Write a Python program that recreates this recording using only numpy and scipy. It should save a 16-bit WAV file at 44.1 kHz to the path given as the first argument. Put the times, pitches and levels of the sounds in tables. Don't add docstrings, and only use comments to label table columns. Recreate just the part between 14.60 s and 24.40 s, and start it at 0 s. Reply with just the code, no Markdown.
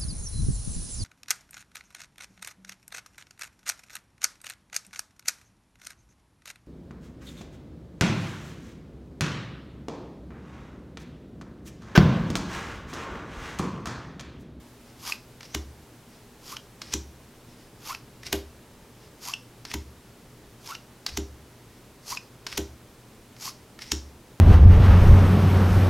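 import sys
import numpy as np
from scipy import signal
from scipy.fft import rfft, irfft, next_fast_len
from scipy.io import wavfile
from scipy.ndimage import uniform_filter1d

SR = 44100
rng = np.random.default_rng(int(sys.argv[2]) if len(sys.argv) > 2 else 0)


def to_wav(s):
    ch = np.atleast_2d(s).T
    pcm = np.round(np.clip(ch, -1, 1) * 32767)
    wavfile.write(sys.argv[1], SR, pcm.astype(np.int16))


N = 432180
TIME = np.arange(N) / SR

# pitch_hz, level_db
RUB_COLOUR = [(400, -7), (1000, -8), (2100, 3), (3200, -1), (4300, 0.5), (5300, 7), (6400, -4.5),
              (8200, -8.5), (13000, -15), (16000, -29)]
# pitch_hz, level_db
HISS_COLOUR = [(5000, -21), (8500, -8), (10500, -1.5), (13000, 0), (14500, -7), (16000, -19)]
# pitch_hz, level_db
TICK_COLOUR = [(300, -11), (1000, 1), (2100, 1), (3300, -0.5), (5400, 2.5), (6800, -5.5), (9000, -19),
               (13000, -15), (16000, -38)]
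# (ring_db, hiss_db and settle_db are relative to the slap)
LANDINGS = [(0.9489, 0.14, -57, -21, -6, 5750, -10.5, -26, -58, 3.2),
            (2.3386, 0.13, -51, -17, 3.5, 5950, -11, -26, -54, 2.9),
            (3.7290, 0.11, -52.5, -18.5, -16, 5450, -7, -17.5, -50, 0.53),
            (5.1410, 0.08, -51, -25, -2, 5600, -9, -18, -60, 3.4),
            (6.5747, 0.11, -53, -22, 1, 5860, -14, -24, -40, 2.3),
            (7.978, 0.1, -46.5, -19.5, -3, 5900, -9, -23, -51, 1.27),
            (9.3195, 0.12, -50, -14, 1, 5560, -14, -26, -54, 2.9)]


def from_db(db):
    return 10 ** (np.asarray(db) / 20)


def rms_one(x):
    return x / np.sqrt(np.mean(x ** 2) + 1e-20)


def at_hz(points, hz, column=1):
    points = np.array(points)
    return np.interp(np.log(np.maximum(hz, 1)), np.log(points[:, 0]), points[:, column])


def noise(colour):
    size = next_fast_len(N)
    gain = from_db(at_hz(colour, np.fft.rfftfreq(size, 1 / SR)))
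    return rms_one(irfft(rfft(rng.standard_normal(size)) * gain, size)[:N])


def flutter(rate_hz, size):
    steps = np.arange(size) * rate_hz / SR
    return rms_one(np.interp(steps, np.arange(size), rng.standard_normal(size)))


def around(event_s):
    span = slice(max(round(event_s * SR) - SR // 4, 0), round(event_s * SR) + SR // 4)
    return span, TIME[span] - event_s


def swell(t, rise_s, fall_s, shape):
    return np.exp(-np.abs(t / np.where(t < 0, rise_s, fall_s)) ** shape)


def burst(x, envelope):
    return rms_one(x * envelope) * np.sqrt(np.mean(envelope ** 2))


def crackle(x, envelope, smooth_bins=301):
    spectrum = rfft(x * envelope)
    wanted = uniform_filter1d(np.abs(rfft(x)) ** 2, smooth_bins)
    actual = uniform_filter1d(np.abs(spectrum) ** 2, smooth_bins)
    evened = irfft(spectrum * np.sqrt(np.abs(wanted) / (np.abs(actual) + 1e-18)), len(x))
    return rms_one(evened) * np.sqrt(np.mean(envelope ** 2))


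def ring(t, hz, fade_s, attack_s):
    age = np.maximum(t, 0)
    return np.sin(2 * np.pi * hz * age) * from_db(-60 * age / fade_s) * (1 - np.exp(-age / attack_s))


def resonate(x, hz, width_hz):
    r = np.exp(-np.pi * width_hz / SR)
    return signal.lfilter([1, 0, -1], [1, -2 * r * np.cos(2 * np.pi * hz / SR), r * r], x)


def background(rumble_db=-52.5, hiss_db=-56.95, waver_radians=0.37):
    # pitch_hz, level_db
    rumble_colour = [(11, -47), (18, -9), (48, -6.5), (85, -8.5), (102, -8), (119, 0), (145, -7.5),
                     (242, -7.5), (264, -9.5), (306, -8), (370, -10), (404, -9), (541, -15), (600, -17.5),
                     (780, -29), (1320, -120)]
    air_colour = [(350, -33), (600, -3.5), (768, -4), (869, -2.5), (1160, -6), (1290, -6.5), (1800, -9),
                  (4520, -14), (12500, -19), (16000, -26.5)]
    # pitch_hz, level_db
    hum_tones = [(119.5, -61.5), (242, -64)]
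    hum = np.zeros(N)
    for hz, db in hum_tones:
        phase = 2 * np.pi * hz * TIME + waver_radians * flutter(7.3, N)
        hum += from_db(db) * np.sqrt(2) * np.sin(phase)
    return from_db(rumble_db) * noise(rumble_colour) + from_db(hiss_db) * noise(air_colour) + hum


def finger_brushes(half_length_s=0.048):
    # peak_s, level_db
    touches = [(0.293, -63), (1.55, -61.5), (2.915, -62), (3.02, -62), (4.44, -59.5), (7.156, -66)]
    out, rub = np.zeros(N), noise(RUB_COLOUR)
    for peak_s, db in touches:
        span, t = around(peak_s)
        out[span] += from_db(db) * swell(t, half_length_s, half_length_s, shape=2.1) * rub[span]
    return out


def draw_swishes(hiss_db=-6.5, rasp_db=-2, rasp_lag_s=0.0027, fall_share=0.82, shape=1.63):
    # peak_s, level_db, rise_s, extra_rasp_db
    pulls = [(0.486, -38.5, 0.054, 1), (1.911, -44.5, 0.057, -0.5), (3.297, -41.5, 0.051, 1.5),
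             (4.683, -39, 0.047, -3), (6.099, -46, 0.054, 1), (7.516, -36.5, 0.043, -6),
             (8.861, -37, 0.043, -6.5)]
    # pitch_hz, level_db
    swish_colour = [(1500, -20), (2500, -9), (3500, -16.5), (4600, -1), (5800, -2), (7000, -5), (8200, -14),
                    (12000, -15), (16000, -42)]
    rasp_colour = [(400, -41), (800, 1.5), (1200, 5), (1700, -5), (2400, -2), (3400, 0.5), (5000, -6),
                   (9000, -30)]
    out, swish, hiss, rasp = np.zeros(N), noise(swish_colour), noise(HISS_COLOUR), noise(rasp_colour)
    for peak_s, db, rise_s, extra_rasp_db in pulls:
        span, t = around(peak_s)
        fall_s = fall_share * rise_s
        bright = swish[span] + from_db(hiss_db + 0.5 * extra_rasp_db) * hiss[span]
        low = from_db(rasp_db + extra_rasp_db) * rasp[span]
        out[span] += from_db(db) * swell(t, rise_s, fall_s, shape) * bright
        out[span] += from_db(db) * swell(t - rasp_lag_s, rise_s, fall_s, shape) * low
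    grain_db = 2.5 * np.minimum(flutter(2500, N), 2)
    unsteady_db = 1.7 * np.minimum(flutter(200, N), 2)
    return out * from_db(grain_db + unsteady_db)


def chirps(octaves_per_s=14, jitter=0.036, rough_db=5.0, octave_db=-13):
    # peak_s, level_db, rise_s, pitch_hz
    squeaks = [(0.497, -43, 0.025, 1160), (1.935, -39, 0.01, 1130), (3.316, -32, 0.015, 1180),
               (4.698, -39, 0.026, 1110), (6.124, -36, 0.025, 1310), (7.530, -32, 0.0094, 1040),
               (8.884, -38, 0.021, 1120)]
    out = np.zeros(N)
    for peak_s, db, rise_s, hz in squeaks:
        span, t = around(peak_s)
        climb = 2 ** (octaves_per_s * np.clip(t, -0.04, 0.03))
        pitch_hz = hz * climb * (1 + jitter * flutter(700, len(t)))
        phase = 2 * np.pi * np.cumsum(pitch_hz) / SR
        tone = np.sin(phase) + from_db(octave_db) * np.sin(2 * phase)
        tone *= from_db(rough_db * flutter(350, len(t)))
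        out[span] += from_db(db) * burst(tone, swell(t, rise_s, fall_s=0.0094, shape=1.54))
    return out


def edge_flicks(attack_s=0.0015, boost_db=3, buzz_db=1.0, crack_db=-31, sag=0.16, relax_s=0.0015):
    # start_s, level_db (before boost_db), pitch_hz, fade_s
    releases = [(0.5220, -9, 2450, 0.011), (1.968, -12, 2770, 0.0053), (3.3481, -18, 2580, 0.0091),
                (4.7370, -11, 2620, 0.014), (6.1510, -24, 2680, 0.015), (7.5721, -17.5, 2440, 0.017)]
    out, crack = np.zeros(N), noise(TICK_COLOUR)
    for start_s, db, hz, fade_s in releases:
        span, t = around(start_s)
        clock = t + sag * relax_s * (1 - np.exp(-np.maximum(t, 0) / relax_s))
        clock += 0.02 * flutter(800, len(t)) / 800
        tones = [(hz, 0), (1.99 * hz, -9), (2.99 * hz, -20)]   # pitch_hz, level_db
        buzz = sum(from_db(level) * ring(clock, pitch, fade_s, attack_s) for pitch, level in tones)
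        out[span] += from_db(db + boost_db + buzz_db * flutter(2500, len(t))) * buzz
        spike = swell(t - attack_s, rise_s=0.0015, fall_s=0.0011, shape=0.54)
        out[span] += from_db(crack_db) * crackle(crack[span], spike)
    return out


def edge_taps(width_hz=750):
    # peak_s, level_db, ring_db (relative to the tick), ring_hz
    hits = [(0.8077, -35.5, -1, 2200), (0.8310, -37, -13, 4400), (2.218, -27, -6, 5300),
            (3.6330, -35, 4, 1800), (5.0520, -29, -4, 4670), (5.115, -27.5, 6, 2200),
            (6.075, -32.5, 8, 5300), (6.4647, -17.5, 4, 4550), (7.867, -23.5, -7, 4900),
            (7.8714, -32, -5, 5500), (7.9271, -27.5, 0, 2400), (8.765, -44, -6, 2400),
            (9.1907, -34.5, 2, 1700)]
    out, tick = np.zeros(N), noise(TICK_COLOUR)
    for peak_s, db, ring_db, ring_hz in hits:
        span, t = around(peak_s)
        card = rms_one(resonate(rng.standard_normal(len(t)), ring_hz, width_hz))
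        spike = swell(t, rise_s=0.0004, fall_s=0.0024, shape=0.8)
        out[span] += from_db(db) * crackle(tick[span] + from_db(ring_db) * card, spike)
    return out


def skims(grain_db=3.0, ramp_s=0.008):
    # peak_s, level_db
    scuffs = [(0.850, -47.5), (2.330, -36), (3.668, -37), (5.108, -42), (6.490, -39), (7.924, -42),
              (9.224, -38)]
    pressure = np.zeros(N)
    rub = rms_one(noise(RUB_COLOUR) * from_db(grain_db * flutter(1300, N)))
    for slap_s, length_s, db, *_ in LANDINGS:
        span, t = around(slap_s)
        pressure[span] += from_db(db) * np.clip(np.minimum(t + length_s, -t) / ramp_s, 0, 1)
    for peak_s, db in scuffs:
        span, t = around(peak_s)
        scuff = from_db(db) * swell(t, rise_s=0.011, fall_s=0.013, shape=1.5)
        pressure[span] = np.hypot(pressure[span], scuff)
    return pressure * rub


def fanned_air(top_hz=6400, octaves_per_s=3.2, width_hz=900, hiss_db=-50, ahead_s=0.0034):
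    # pitch_hz, level_db
    puff_colour = [(20, -8), (45, -7), (75, 9), (130, -24), (300, -28), (1000, -60)]
    out, air = np.zeros(N), noise(puff_colour)
    for slap_s, *_, puff_db, _ in LANDINGS:
        span, t = around(slap_s - ahead_s)
        pitch_hz = top_hz * 2 ** (octaves_per_s * np.minimum(t, 0))
        phase = 2 * np.pi * np.cumsum(pitch_hz) / SR
        hiss = flutter(width_hz, len(t)) * np.sin(phase) + flutter(width_hz, len(t)) * np.cos(phase)
        out[span] += from_db(hiss_db) * swell(t, rise_s=0.026, fall_s=0.01, shape=0.91) * hiss
        puff = swell(t + 0.022, rise_s=0.037, fall_s=0.025, shape=1.3)
        out[span] += from_db(puff_db) * burst(air[span], puff)
    return out


def slaps(width_hz=420, upper_ratio=1.215, upper_db=-5, grain_db=3.5, pop_db=-24, settle_s=0.034):
    # pitch_hz, level_db
    slap_colour = [(500, -43), (1500, 1), (2200, -1), (3100, 7.5), (4500, 3.5), (7000, 1.5), (8500, -10),
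                   (16000, -48)]
    pop_colour = [(100, -3), (330, -17), (520, -2), (1000, 5), (1500, -6), (2100, 5.5), (3000, -7.5),
                  (5000, -16)]
    out, clap, hiss, pop = np.zeros(N), noise(slap_colour), noise(HISS_COLOUR), noise(pop_colour)
    for slap_s, _, _, db, ring_db, ring_hz, hiss_db, settle_db, *_ in LANDINGS:
        span, t = around(slap_s)
        close_s = 0.002 * 2 ** ((-19 - db) / 13)
        closing = swell(t, close_s, close_s, shape=1)
        settling = from_db(settle_db) * swell(t, close_s, settle_s, shape=1.03)
        contacts = burst(from_db(grain_db * flutter(3000, len(t))), closing + settling)
        lower = resonate(rng.standard_normal(len(t)), ring_hz, width_hz)
        upper = resonate(rng.standard_normal(len(t)), upper_ratio * ring_hz, width_hz)
        card = rms_one(lower + from_db(upper_db) * upper)
        blend = clap[span] + from_db(ring_db) * card + from_db(hiss_db) * hiss[span]
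        blend += from_db(pop_db - db) * pop[span]
        out[span] += from_db(db) * crackle(blend, contacts)
    return out


def smacks(lag_s=0.00094):
    # pitch_hz, level_db
    smack_colour = [(200, 19), (1500, -1), (6000, -3), (12000, 15), (16000, -38)]
    out, click = np.zeros(N), noise(smack_colour)
    for slap_s, *_, contact_ms in LANDINGS:
        span, t = around(slap_s + lag_s)
        spike = swell(t, rise_s=0.0001, fall_s=0.0001, shape=3.4)
        out[span] += from_db(-17) / contact_ms * burst(click[span], spike)
    return out


def table_booms(push_db=0.9, spread_db=1.3, knock_db=-23.5, attack_s=0.0025, lag_s=0.00092):
    # pitch_hz, level_db (before push and softness), fade_s
    table_tones = [(69.6, -32, 0.59), (79.6, -39, 0.67), (110, -39.5, 0.19), (177, -43, 0.23),
                   (213, -37.5, 0.22), (247, -43.5, 0.33), (302.6, -28, 0.22), (332, -32, 0.28),
                   (349, -37, 0.1), (396, -26.5, 0.26), (483, -41.5, 0.19), (518, -42, 0.32),
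                   (616, -45, 0.32), (706, -35, 0.12)]
    out = np.zeros(N)
    for slap_s, *_, contact_ms in LANDINGS:
        span = slice(round(slap_s * SR), round(slap_s * SR) + SR // 2)
        t = TIME[span] - slap_s - lag_s
        for k, (hz, db, fade_s) in enumerate(table_tones):
            softness = 1 + (hz * contact_ms / 1000) ** 3
            strength = from_db(db - spread_db * rng.standard_normal()) / softness
            out[span] -= (-1) ** k * strength * ring(t, hz, fade_s, attack_s)
        out[span] += from_db(knock_db) * ring(t, hz=269, fade_s=0.027, attack_s=attack_s)
    return from_db(push_db) * out


def room_echo(x, build_s=0.0058):
    # pitch_hz, level_db, fade_s
    walls = [(503, -5.5, 0.38), (1210, -10, 0.3), (2680, -10, 0.22), (5600, -10.5, 0.36),
             (9000, -11.5, 0.17), (14000, -16, 0.24)]
    t = TIME[:SR // 2]
    white, echo = rng.standard_normal((2, len(t))), 0
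    edges_hz = np.geomspace(350, 18000, 12)
    for k, (low, high) in enumerate(zip(edges_hz, edges_hz[1:])):
        hz = np.sqrt(low * high)
        decay = from_db(-60 * t / at_hz(walls, hz, column=2)) * (1 - np.exp(-(t / build_s) ** 2))
        band = signal.sosfilt(signal.butter(2, [low, high], "band", fs=SR, output="sos"), white[k % 2])
        echo += from_db(at_hz(walls, hz)) * band * decay / np.sqrt(np.sum(decay ** 2))
    return signal.fftconvolve(x, echo)[:N]


def scene(self_noise_db=-63):
    # pitch_hz, level_db
    self_noise_colour = [(20, 2), (70, 0), (200, -3), (400, -0.5), (1200, -5), (6000, -6), (12000, -8.5),
                         (16000, -8.5)]
    rubs = draw_swishes() + skims() + fanned_air() + finger_brushes()
    claps = slaps() + smacks()
    squeaks, flicks, ticks = chirps(), edge_flicks(), edge_taps()
    echoes = room_echo(from_db(-1) * (rubs + flicks) + from_db(-3) * squeaks + ticks + claps)
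    sound = rubs + squeaks + flicks + ticks + claps + table_booms() + echoes + background()
    return np.array([sound + from_db(self_noise_db) * noise(self_noise_colour) for _ in range(2)])


def record(dry, cutoff_hz=16000):
    return signal.sosfilt(signal.ellip(10, 0.1, 80, cutoff_hz, fs=SR, output="sos"), dry)


dry = scene()
out = record(dry)
to_wav(out)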